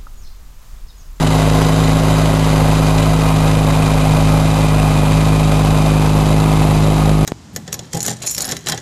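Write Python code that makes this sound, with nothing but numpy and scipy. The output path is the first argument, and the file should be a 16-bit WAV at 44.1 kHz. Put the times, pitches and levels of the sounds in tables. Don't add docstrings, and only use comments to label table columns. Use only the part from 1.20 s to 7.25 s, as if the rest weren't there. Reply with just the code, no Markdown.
import sys
import numpy as np
from scipy import signal
from scipy.fft import rfft, irfft, next_fast_len
from scipy.io import wavfile
from scipy.ndimage import uniform_filter1d

SR = 44100
rng = np.random.default_rng(int(sys.argv[2]) if len(sys.argv) > 2 else 0)


def volts_from_db(level):
    exponent = np.asarray(level, float) / 20
    return 10 ** exponent


def inscribe(sig):
    pcm = np.round(np.clip(np.atleast_2d(sig).T, -1, 1) * 32767)
    wavfile.write(sys.argv[1], SR, pcm.astype(np.int16))


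N = 266784
TIME_S = np.arange(N) / SR


def evened(x):
    return x / np.sqrt(np.mean(x ** 2) + 1e-20)


def coloured(x, spectrum):
    size = next_fast_len(N)
    f_hz, level_db = np.transpose(spectrum)
    bins_hz = np.fft.rfftfreq(size, 1 / SR)
    gain_db = np.interp(np.log(bins_hz + 1), np.log(f_hz + 1), level_db)
    return evened(irfft(rfft(x, size) * volts_from_db(gain_db), size)[:N])


def drifting(rate_hz):
    knots = rng.standard_normal(2000)
    return np.interp(TIME_S * rate_hz, np.arange(2000), knots)


def along(rows):
    t_s, value = np.transpose(rows)
    return np.interp(TIME_S, t_s, value)


def throb(turns, at, width):
    return np.exp((np.cos(2 * np.pi * (turns - at)) - 1) / width)


def crank_turns():
    # t/s, crank speed/Hz
    speed = [(0.0, 52.28), (0.292, 52.31), (0.399, 52.57), (0.73, 52.75), (1.111, 52.53), (1.431, 52.15),
             (2.017, 52.74), (2.337, 52.17), (2.891, 51.85), (3.326, 52.47), (3.619, 51.43), (3.824, 51.28),
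             (3.982, 52.43), (4.469, 51.72), (5.081, 51.89), (5.316, 52.16), (5.492, 51.82), (6.05, 51.86)]
    turns = np.cumsum(along(speed)) / SR
    return turns - turns[round(3.7958 * SR)]


def turned_away():
    # t/s, heading/0-1
    heading = [
        (0, 0.07),
        (1.5, 0.15),
        (2.5, 0.4),
        (3.5, 0.47),
        (4.5, 0.58),
        (5.5, 0.72),
        (6.05, 0.76),
    ]
    return np.clip(along(heading), 0, 1)


def exhaust(turns, away):
    side_on = [(0.5, -38), (1.0, -18.5), (1.5, -72), (2.0, -18.5), (2.5, -34), (3.0, -13), (3.5, -48),
               (4.0, -34.5), (4.5, -31), (5.0, -21), (5.5, -40), (6.0, -35), (6.5, -36.5), (7.0, -33.5),
               (7.5, -34), (8.0, -38.5), (8.5, -37), (9.0, -40.5), (9.5, -36.5), (10.0, -40.5), (10.5, -45),
               (11.0, -36.5)]
    from_behind = [(0.5, -38), (1.0, -17), (1.5, -35), (2.0, -21), (2.5, -31.5), (3.0, -12), (3.5, -68),
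                   (4.0, -20), (4.5, -54), (5.0, -24), (5.5, -52), (6.0, -23.5), (6.5, -36), (7.0, -29),
                   (7.5, -68), (8.0, -27), (8.5, -40), (9.0, -34), (9.5, -49), (10.0, -37), (10.5, -34),
                   (11.0, -37.5)]
    hum = np.zeros(N)
    for (order, side_db), (_, behind_db) in zip(side_on, from_behind):
        lag_rad = 0.15 + 0.5 * (order % 2 == 0) + 0.7 * order * (order in (1, 2))
        phase_rad = 2 * np.pi * order * turns + lag_rad + 0.04 * order * drifting(30)
        level_db = side_db + away * (behind_db - side_db)
        if order == 7:
            level_db = level_db - 9 * np.exp(-((away - 0.45) / 0.16) ** 2)
        waver_db = 0.37 + 0.67 / order ** 2 * (order >= 1)
        hum -= volts_from_db(level_db + waver_db * drifting(12)) * np.cos(phase_rad)
    return evened(hum) * volts_from_db(0.5 * drifting(52)) * volts_from_db(-12.5 + 1.03 * away)


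def valve_pops(turns, at, lean, side_db, behind_db, away):
    sizes = lean + rng.standard_normal(800)
    size = sizes[np.round(turns - at).astype(int) % 800]
    stronger = 1 + 0.4 * np.cos(np.pi * np.round(turns + at))
    level_db = side_db + away * (behind_db - side_db)
    pulse = size * stronger * throb(turns, at, 0.0052) * volts_from_db(level_db)
    return pulse - uniform_filter1d(pulse, size=240)


def turning_noise(side, behind, away, gate_db):
    white = rng.standard_normal(N) * volts_from_db(gate_db)
    return evened((1 - away) * coloured(white, side) + away * coloured(white, behind))


def snow_roar(gate_db, away):
    # f/Hz, level/dB per Hz
    roar_side = [(18, -33), (30, -40), (107, -3), (159, -14), (181, -5), (209, -5.5), (265, -13.5),
                 (312, -12), (589, -4.5), (1070, -9), (1780, -21), (2030, -19), (2300, -28), (2990, -57),
                 (5060, -120)]
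    # f/Hz, level/dB per Hz
    roar_behind = [(18, -35), (30, -14), (103, -2.5), (157, -8), (178, -14), (206, -7.5), (260, -13.5),
                   (402, -16), (746, -6), (928, -11.5), (1240, -16), (1880, -30.5), (2300, -21),
                   (2990, -46), (5060, -120)]
    return volts_from_db(-20 - 1.3 * away) * turning_noise(roar_side, roar_behind, away, gate_db)


def tin_clatter(gate_db, away):
    # f/Hz, level/dB per Hz
    tin_side = [(1000, -9), (1700, -5.5), (1800, -13), (2000, -2), (2280, -8.5), (2400, -7), (2830, -6),
                (3060, -3.5), (3350, -9.5), (3850, -2.5), (4300, -8), (4940, -4.5), (5600, -13),
                (7280, -44), (12300, -120)]
    # f/Hz, level/dB per Hz
    tin_behind = [(1000, -24), (1700, -5), (1820, 0), (1920, -4.5), (2160, -2), (2240, -20), (2320, -4),
                  (2620, 2.5), (2800, -5.5), (3110, -2), (3370, -4), (3890, -1), (4240, -5), (4970, -4),
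                  (5600, -9), (7280, -43), (12300, -120)]
    return volts_from_db(-25.5 - 4.5 * away) * turning_noise(tin_side, tin_behind, away, gate_db)


def chute(gate_db):
    swing_in = np.minimum(1 + (TIME_S - 2.0) / 2.1, 1)
    hide = np.maximum(1 - (TIME_S - 4.77) / 0.24, 0)
    in_line = np.minimum(swing_in, hide)
    band = signal.butter(2, [2375, 2495], "band", fs=SR, output="sos")
    rush = evened(signal.sosfilt(band, rng.standard_normal(N) * volts_from_db(gate_db)))
    return volts_from_db(-36 - 9 * (1 - in_line)) * rush


def snow_bounce(x, away):
    notch_hz, width_hz = 1770 + 110 * away, 137
    depth = np.clip(0.32 + 0.25 * away, 0, 1)
    shift = np.exp(2j * np.pi * np.cumsum(notch_hz) / SR)
    pole = np.exp(-np.pi * width_hz / SR)
    band = shift * signal.lfilter([1 - pole], [1, -pole], x / shift)
    return x - depth * 2 * band.real


def struck_rings(rows, extra_db, t60_s):
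    out, t_s = np.zeros(N + SR), np.arange(1500) / SR
    chance = rng.standard_normal((len(rows), 1500))
    for (start_s, peak_db, ring_hz), noise in zip(rows, chance):
        ring = np.sin(2 * np.pi * ring_hz * t_s) + 1.36 * uniform_filter1d(noise, size=4)
        envelope = volts_from_db(peak_db + extra_db - 60 * t_s / t60_s) * np.minimum(t_s / 0.0026, 1)
        out[round(start_s * SR):][:1500] += envelope * ring
    return out[:N]


def valve_jolts(turns):
    panels_hz = [2480, 2680, 3060, 3750]
    cycle = np.arange(np.ceil(turns[0] / 2), turns[-1] / 2 - 1)
    luck, panel, late, size = rng.random((len(cycle), 4)).T
    jolt_turns = 2 * (cycle + 0.6 + 0.09 * (2 * late - 1))
    start_s = np.interp(jolt_turns, turns, TIME_S)
    level_db = -19 + 3 * (2 * size - 1)
    ring_hz = np.take(panels_hz, (panel * len(panels_hz)).astype(int))
    return np.transpose([start_s, level_db, ring_hz])[luck < 0.14]


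def panel_rattles(turns):
    # t/s, peak level/dB, f/Hz
    hard_rattles = [(0.0273, -5, 4020), (0.0712, 0, 3000), (0.2259, -2, 3680), (0.415, -3, 2500),
                    (0.646, 2, 4100), (0.6749, -11, 3700), (0.9063, -3, 3060), (1.056, 0, 3100),
                    (1.2446, -10, 3900), (1.4032, -4, 2470), (1.5938, -12, 2530), (2.6219, 0, 2420),
                    (2.6623, -8, 3760), (3.1976, -14, 2500), (3.4361, -3, 2440), (3.5967, 1, 2700),
                    (4.0881, -8, 2400), (4.2303, 1, 2540), (5.2096, -11, 3960), (5.64, -1, 3940),
                    (5.855, -3, 3920), (5.891, -6, 3730)]
    return struck_rings([*hard_rattles, *valve_jolts(turns)], -13.0, 0.018)


def ice_knocks():
    # t/s, peak level/dB, f/Hz
    lumps = [(0.07, -7, 750), (0.189, -10, 762), (0.298, -6, 700), (0.425, -9, 800), (0.717, -13, 592),
             (1.31, -11, 592), (1.405, -8, 900), (2.017, -6, 606), (2.738, -24, 681), (3.752, -11, 450),
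             (3.92, -5, 450), (4.448, -9, 541), (4.822, -7, 775), (5.199, -14, 727), (5.327, -8, 825),
             (5.892, -7, 600)]
    return struck_rings(lumps, -0.5, 0.016)


def gear_whine(turns, away):
    gears = [(20, -33, -40), (21.5, -46, -35), (24, -40, -33)]
    out = np.zeros(N)
    for order, side_db, behind_db in gears:
        level_db = side_db + away * (behind_db - side_db) + 1.8 * drifting(6)
        out += volts_from_db(level_db) * np.sin(2 * np.pi * order * turns + 0.8 * drifting(12))
    return out


def wind_gusts():
    # f/Hz, level/dB per Hz
    gust = [(1, 0), (12, 0), (25, -8), (42, -9), (60, -40)]
    return volts_from_db(-36 + 2.1 * drifting(2.6)) * coloured(rng.standard_normal(N), gust)


def scene():
    away = turned_away()
    turns = crank_turns()
    engine = exhaust(turns, away)
    engine = engine + valve_pops(turns, -0.037, -0.31, -31.5, -20.5, away)
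    engine = engine + valve_pops(turns, 0.5, 1.5, -14, -23, away)

    firing = throb(turns / 2, 0, 0.037)
    puff = throb(2 * turns, 0, 1.0)
    knock = throb(turns / 2, 0.585, 0.15)
    shake = drifting(60)
    roar_gate_db = 1.6 * firing + 1.0 * puff + 2.0 * knock + 0.8 * shake + 1.3 * drifting(150)
    tin_gate_db = 0.5 * firing + 2.0 * puff + 3 * knock + 0.27 * shake
    tin_gate_db = tin_gate_db + 1.5 * drifting(200) + 0.25 * drifting(15)

    blower = snow_roar(roar_gate_db, away) + tin_clatter(tin_gate_db, away) + chute(tin_gate_db)
    blower = blower * volts_from_db(-7 * np.maximum(TIME_S - 5.77, 0))
    blower = snow_bounce(blower, away)
    mix = engine + blower + panel_rattles(turns) + ice_knocks() + gear_whine(turns, away) + wind_gusts()
    return mix[None]


def sample_and_hold(x):
    hold_hz = 11032.4
    tick = np.floor(np.arange(N) * hold_hz / SR) * SR / hold_hz
    return np.interp(tick, np.arange(N), x)


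def band_limited(x):
    # t/s, f/Hz
    edge = [
        (0, 12270),
        (.5, 12390),
        (1.15, 12520),
        (2.1, 12510),
        (2.7, 12360),
        (3.5, 12310),
        (5.5, 12310),
        (5.9, 12260),
    ]
    f_hz, t_s, z = signal.stft(x, SR, nperseg=2048)
    passed = f_hz[:, None] < np.interp(t_s, *np.transpose(edge))
    return signal.istft(z * passed, SR, nperseg=2048)[1][:N]


def band_limit(x):
    return signal.sosfilt(signal.butter(12, 12520, fs=SR, output="sos"), x)


def record(dry):
    dull = signal.sosfilt(signal.butter(4, 5600, fs=SR, output="sos"), dry)
    held = np.clip(sample_and_hold(dull[0]), -0.94, 0.94)
    mix = band_limited(held)[None]
    return band_limit(mix)


dry = scene()
out = record(dry)
inscribe(out)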